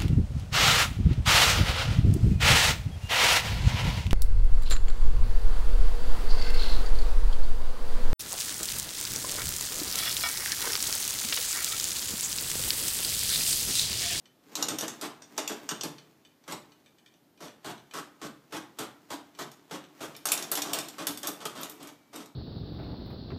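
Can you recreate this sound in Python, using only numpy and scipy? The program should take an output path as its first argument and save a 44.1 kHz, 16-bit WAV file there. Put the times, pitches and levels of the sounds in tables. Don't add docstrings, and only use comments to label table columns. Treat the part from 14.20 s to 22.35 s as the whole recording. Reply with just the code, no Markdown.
import sys
import numpy as np
from scipy import signal
from scipy.io import wavfile

SR = 44100
rng = np.random.default_rng(int(sys.argv[2]) if len(sys.argv) > 2 else 0)


def dump_mix(stems):
    frames = np.atleast_2d(stems).T
    limited = np.clip(frames, -1, 1)
    pcm = np.round(limited * 32767).astype(np.int16)
    wavfile.write(sys.argv[1], SR, pcm)


N = 359415

# start_s, length_s, level_db, thud_weight_db
LURCHES = [(.372, 0.085, -43.5, 0.5), (0.486, .06, -43.5, 4.5), (0.621, 0.023, -38, 0.5),
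           (0.818, 0.046, -40, -2.5), (1.18, 0.016, -35.5, -6), (1.295, 0.024, -39.5, -0.5),
           (1.507, 0.018, -39.5, -0.5), (1.632, 0.032, -42.5, 3), (2.277, 0.027, -44.5, -1),
           (2.309, 0.03, -42.5, -1), (3.203, 0.077, -49, -2), (3.444, 0.071, -43.5, -2),
           (3.736, 0.063, -41.5, -4.5), (4.014, 0.056, -44.5, 0), (4.322, 0.056, -41, -3),
           (4.585, 0.052, -41.5, -1.5), (4.902, 0.039, -40.5, -1.5), (5.187, 0.038, -40.5, -4),
           (5.509, 0.051, -42.5, -1.5), (5.805, 0.05, -42.5, -3), (6.057, 0.19, -44, -5.5),
           (6.315, .026, -41.5, -18), (6.369, 0.023, -37.5, -9.5), (6.45, 0.073, -43.5, -3),
           (6.534, 0.066, -40.5, -8), (6.782, 0.049, -41.5, -3), (6.869, .04, -43, 0),
           (7.033, 0.031, -41, -8), (7.072, 0.024, -40.5, -2), (7.203, .027, -46.5, -7),
           (7.253, 0.0092, -36, -8), (7.351, .11, -45.5, -3.5), (7.599, 0.094, -53, 1.5),
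           (7.929, 0.097, -49.5, 2.5)]
# pitch_hz, width_hz, gain_db
CLACK_MODES = [(597, 610, -11.5), (1240, 980, -6.5), (2930, 890, -4.5), (3514, 360, -5.5), (4360, 680, -8)]
# pitch_hz, width_hz, gain_db
CRACK_MODES = [(11400, 2400, 4.5), (12540, 2700, 2.5), (14300, 1400, -8.5)]
CLACK_DB = -3.5


def marble_clicks(rail_db=-0.2, crack_db=-1.0, fade_s=0.0038, energy_s=0.0066):
    # start_s, level_db, hardness_db
    strikes = [(.3532, -30.5, -8.5), (.425, -24.5, -11.5), (0.484, -29, -10.5), (0.5851, -31.5, -4),
               (.609, -32.5, -8), (.6797, -34.5, -8), (0.812, -39, -5), (1.0196, -48, -20),
               (1.1778, -29.5, -10), (1.276, -31, -8.5), (1.4894, -30, -13), (1.6094, -33.5, -22),
               (1.634, -36, -4.5), (2.322, -39.5, -8), (4.5884, -39, -2.5), (5.315, -53, -4),
               (5.964, -49, 0), (6.0544, -29, -1.5), (6.068, -36, 3.5), (6.087, -32, -9), (6.118, -24, 3.5),
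               (6.175, -35, -10), (6.2236, -37, -4), (6.3153, -32.5, 7.5), (6.3214, -34, 0),
               (6.3526, -32, -0.5), (6.3735, -35, -3), (6.4189, -30.5, -5), (6.532, -28, -2),
               (6.5864, -32.5, -5), (6.6843, -42.5, -3.5), (6.869, -30.5, 2.5), (6.9734, -42, 0.5),
               (7.0305, -39, -4), (7.0706, -33, 3), (7.253, -38.5, -2), (7.4119, -53, 11),
               (7.4319, -38.5, -1.5), (7.4967, -47.5, 5), (7.628, -51, 0), (7.672, -51.5, 0),
               (7.959, -46, -1), (8.0578, -54.5, -5)]
    # pitch_hz, width_hz, gain_db
    rail_modes = [(5610, 510, 3.5), (6750, 430, 1), (8140, 290, -8.5)]
    out = np.zeros(N)
    for start_s, level_db, hardness_db in strikes:
        damping = 1 + 2 * min(amp(hardness_db), 1)
        damped_rail = [(hz, width_hz * damping, db / damping) for hz, width_hz, db in rail_modes]
        parts = (CLACK_MODES, CLACK_DB), (damped_rail, rail_db), (CRACK_MODES, hardness_db + crack_db)
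        for modes, gain_db in parts:
            click = np.convolve(chatter(fade_s), ring(modes))
            add(out, start_s, leveled(click, level_db + gain_db, energy_s))
    return signal.sosfilt(signal.butter(2, 250, "highpass", fs=SR, output="sos"), out)


def wooden_works(contacts_per_s=800, uneven_db=2.0, sag_db=3, release_s=0.0087,
                 slack_s=0.014, slack_db=-22, thud_db=-3, plank_db=-1.5, scrape_db=-4):
    # freq_hz, gain_db
    thud = [(30, -44.5), (60, -25.5), (85, -18), (118, -13), (145, -2.5), (200, -4), (280, 3.5),
            (380, -4.5), (550, -21.5), (1500, -71.5)]
    plank = [(100, -52.5), (300, -9), (480, -3.5), (620, 1.5), (900, -1.5), (1250, 0.5), (1600, -4.5),
             (2100, -9), (2700, -12.5), (4000, -23.5), (9000, -56)]
    scrape = [(500, -37.5), (2000, -9.5), (3300, 7.5), (4600, 2.5), (5700, 3), (7200, 0), (8400, 0),
              (9500, -7.5), (11300, -4.5), (13500, -6.5), (15300, -20.5)]
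    out = np.zeros(N)
    for start_s, length_s, level_db, weight_db in LURCHES:
        t = np.arange(round((slack_s + length_s + 5 * release_s) * SR)) / SR - slack_s
        moving_s = np.maximum(t, 0)
        push = np.exp(-np.maximum(t - length_s, 0) / release_s) * amp(-sag_db * moving_s / length_s)
        push *= np.clip(t / 0.0022, amp(slack_db), 1)
        contacts = rng.random(len(t)) < contacts_per_s / SR
        knocks = contacts * amp(uneven_db * rng.standard_normal(len(t))) * rng.choice([-1, 1], len(t))
        rubbing = 0.19 * rng.standard_normal(len(t))
        soft = push * (knocks + rubbing)
        sharp = push * (knocks * abs(knocks) + rubbing)
        heavy = soft * (1 - np.exp(-moving_s / 0.0099))
        parts = (heavy, thud, weight_db + thud_db), (soft, plank, plank_db), (sharp, scrape, scrape_db)
        for drive, spectrum, gain_db in parts:
            rattle = signal.fftconvolve(drive, response(varied(spectrum)))
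            add(out, start_s - slack_s, leveled(rattle, level_db + gain_db, length_s + release_s))
    return out


def catch_ticks(catch_db=-10, crack_db=-29, fade_s=0.0026, energy_s=0.0028):
    # start_s, level_db
    drops = [(0.0556, -43.5), (1.7824, -36.5), (2.049, -44), (2.2384, -47.5), (2.5194, -46),
             (2.6598, -45.5), (2.783, -49), (2.8598, -43.5), (2.9386, -51.5), (3.175, -50), (3.282, -39),
             (3.578, -42), (3.71, -38), (5.1494, -43), (5.639, -40.5), (5.95, -35.5)]
    # pitch_hz, width_hz, gain_db
    catch_modes = [(1750, 250, -5), (2400, 110, -2.5), (3030, 75, -3), (3550, 980, -1), (4440, 500, -3.5),
                   (5900, 740, 1), (7900, 530, -6.5)]
    parts = (catch_modes, catch_db), (CRACK_MODES, crack_db), (CLACK_MODES, catch_db + CLACK_DB)
    out = np.zeros(N)
    for start_s, level_db in drops:
        for modes, gain_db in parts:
            tick = np.convolve(chatter(fade_s), ring(modes, spread=0, samples=2000))
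            add(out, start_s, leveled(tick, level_db + gain_db, energy_s))
    return out


def rolling(gain_db=-3.0, bumps_per_s=350, coast_db=-20):
    # start_s, length_s, level_db
    runs = [(.33, 0.4, -50), (1.136, 0.49, -53), (5.787, 0.14, -53.5), (6.305, 0.33, -48), (6.75, .85, -55)]
    # freq_hz, gain_db
    track_spectrum = [(40, -44.5), (90, -17.5), (160, -4.5), (300, 4), (500, -5), (1200, -10),
                      (2200, -12.5), (3500, -16.5), (7000, -17.5), (9500, -26.5), (12000, -24),
                      (15500, -23)]
    run_power = sum(swell(*run, fade_db_per_s=65) ** 2 for run in runs)
    coast_power = sum(swell(start_s, length_s, level_db + coast_db, fade_db_per_s=29.5) ** 2
                      for start_s, length_s, level_db, _ in LURCHES)
    bumps = (rng.random(N) < bumps_per_s / SR) * rng.standard_normal(N)
    grain = bumps + 0.1 * rng.standard_normal(N)
    rumble = signal.oaconvolve(grain, response(track_spectrum))[:N]
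    return leveled(rumble, gain_db, N / SR) * np.sqrt(run_power + coast_power)


def frame_ring(blows):
    # pitch_hz, t60_s, gain_db
    frame_modes = [(148.8, .75, 6), (242, 0.36, -7.5), (292.3, .5, 8), (368, 0.83, -2.5), (428, 0.39, 8.5),
                   (835, 0.37, -9.5), (955, .3, -6), (1235, .22, -2.5), (2490, 0.25, -2), (3550, .45, -4),
                   (5611, .22, -7), (10928, 0.18, -12)]
    out = np.zeros(N)
    for pitch_hz, t60_s, gain_db in frame_modes:
        radius = np.exp(-np.log(1000) / (t60_s * SR))
        pole = radius * np.exp(2j * np.pi * pitch_hz / SR)
        out += amp(gain_db) * 2 * signal.lfilter([1 - radius], [1, -pole], blows).real
    return out


def struck_tube(start_s=7.432, level_db=-73):
    # pitch_hz, width_hz, gain_db
    tube_modes = [(2300, 0.49, 2), (3219, 1, -8)]
    out = np.zeros(N)
    add(out, start_s, leveled(ring(tube_modes, spread=0, samples=SR), level_db, energy_s=0.59))
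    return out


def room_tail(early_db=4, early_fade_s=0.0098, gap_s=0.0021, taps_per_s=5000):
    # freq_hz, t60_s
    decay_times = [(100, 0.65), (300, 0.36), (1000, 0.45), (3000, 0.37), (6000, 0.28), (10000, 0.28),
                   (15000, 0.24)]
    t = np.arange(SR) / SR
    taps = rng.standard_normal(SR) * (rng.random(SR) < taps_per_s / SR) * (t > gap_s)
    taps *= amp(early_db * np.exp(-t / early_fade_s))
    freq_hz, time_s, bands = signal.stft(taps, SR, nperseg=256)
    decay = amp(-60 * time_s / lookup(decay_times, freq_hz)[:, None])
    tail = signal.istft(bands * decay, SR, nperseg=256)[1]
    return tail / np.linalg.norm(tail)


def room_echo(x, spots=5, spots_per_s=55):
    position = spots_per_s * np.arange(N) / SR
    out = np.zeros(N)
    for spot in range(spots):
        distance = np.minimum(abs((position - spot) % spots - spots / 2), 1)
        out += signal.fftconvolve(x * np.cos(np.pi / 2 * distance), room_tail())[:N]
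    return out


def room_hush(level_db=-65.5):
    # freq_hz, gain_db
    air_spectrum = [(15, -67), (25, -37), (122, -2), (289, 2), (482, -8), (582, -6.5), (2700, -20.5),
                    (3090, -17.5), (9300, -26.5), (14300, -22), (15500, -32)]
    air = signal.oaconvolve(rng.standard_normal(N), response(air_spectrum))[:N]
    return leveled(air, level_db, N / SR)


def chatter(fade_s, rise_s=0.00056, shiver_s=0.011, samples=1300):
    t = np.arange(samples) / SR
    decay = np.exp(-(t / fade_s) ** 2) + 0.54 * np.exp(-t / shiver_s)
    envelope = (1 - np.exp(-t / rise_s)) * decay
    return envelope * rng.standard_normal(samples) * rng.exponential(1, samples) ** 0.32


def ring(modes, spread=0.032, samples=700):
    t = np.arange(samples) / SR
    out = np.zeros(samples)
    for pitch_hz, width_hz, gain_db in modes:
        detuned_hz = pitch_hz * (1 + spread * rng.uniform(-0.51, 1))
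        envelope = amp(gain_db) * np.sqrt(width_hz) * np.exp(-np.pi * width_hz * t)
        out += envelope * np.sin(2 * np.pi * (detuned_hz * t + rng.random()))
    return out * (1 - np.exp(-t * SR / 10))


def swell(start_s, length_s, level_db, fade_db_per_s, rise_db_per_s=168.5):
    t = np.arange(N) / SR - start_s
    rise_db = rise_db_per_s * np.minimum(t, 0)
    return amp(level_db + rise_db - fade_db_per_s * np.maximum(t - length_s, 0))


def varied(spectrum, spread_db=1.5):
    freq_hz, gain_db = np.transpose(spectrum)
    return np.column_stack([freq_hz, gain_db + spread_db * rng.standard_normal(len(freq_hz))])


def response(spectrum, fft_size=4096):
    freq_hz = abs(np.fft.fftfreq(fft_size, 1 / SR))
    log_gain = np.log(amp(lookup(spectrum, freq_hz)))
    return np.fft.ifft(np.exp(np.conj(signal.hilbert(log_gain)))).real[:fft_size // 2]


def lookup(table, freq_hz):
    knots_hz, values = np.transpose(table)
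    return np.interp(np.log(freq_hz + 1), np.log(knots_hz + 1), values)


def leveled(x, level_db, energy_s):
    return x * amp(level_db) * np.sqrt(energy_s * SR / (np.sum(x ** 2) + 1e-20))


def add(mix, start_s, sound):
    part = mix[max(round(start_s * SR), 0):][:len(sound)]
    part += sound[:len(part)]


def amp(db):
    return 10 ** (np.asarray(db) / 20)


def scene(frame_db=-3, room_db=-2):
    machine = marble_clicks() + catch_ticks() + wooden_works() + rolling()
    ringing = amp(frame_db) * frame_ring(machine) + struck_tube()
    echo = amp(room_db) * room_echo(machine)
    return (machine + ringing + echo + room_hush())[None]


def record(dry, low_cut_hz=42, high_cut_hz=15450):
    thinned = signal.sosfilt(signal.butter(2, low_cut_hz, "highpass", fs=SR, output="sos"), dry)
    lowpass = signal.firwin(255, high_cut_hz, window=("kaiser", 8), fs=SR)
    return signal.oaconvolve(thinned, lowpass[None], "same")


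dry = scene()
out = record(dry)
dump_mix(out)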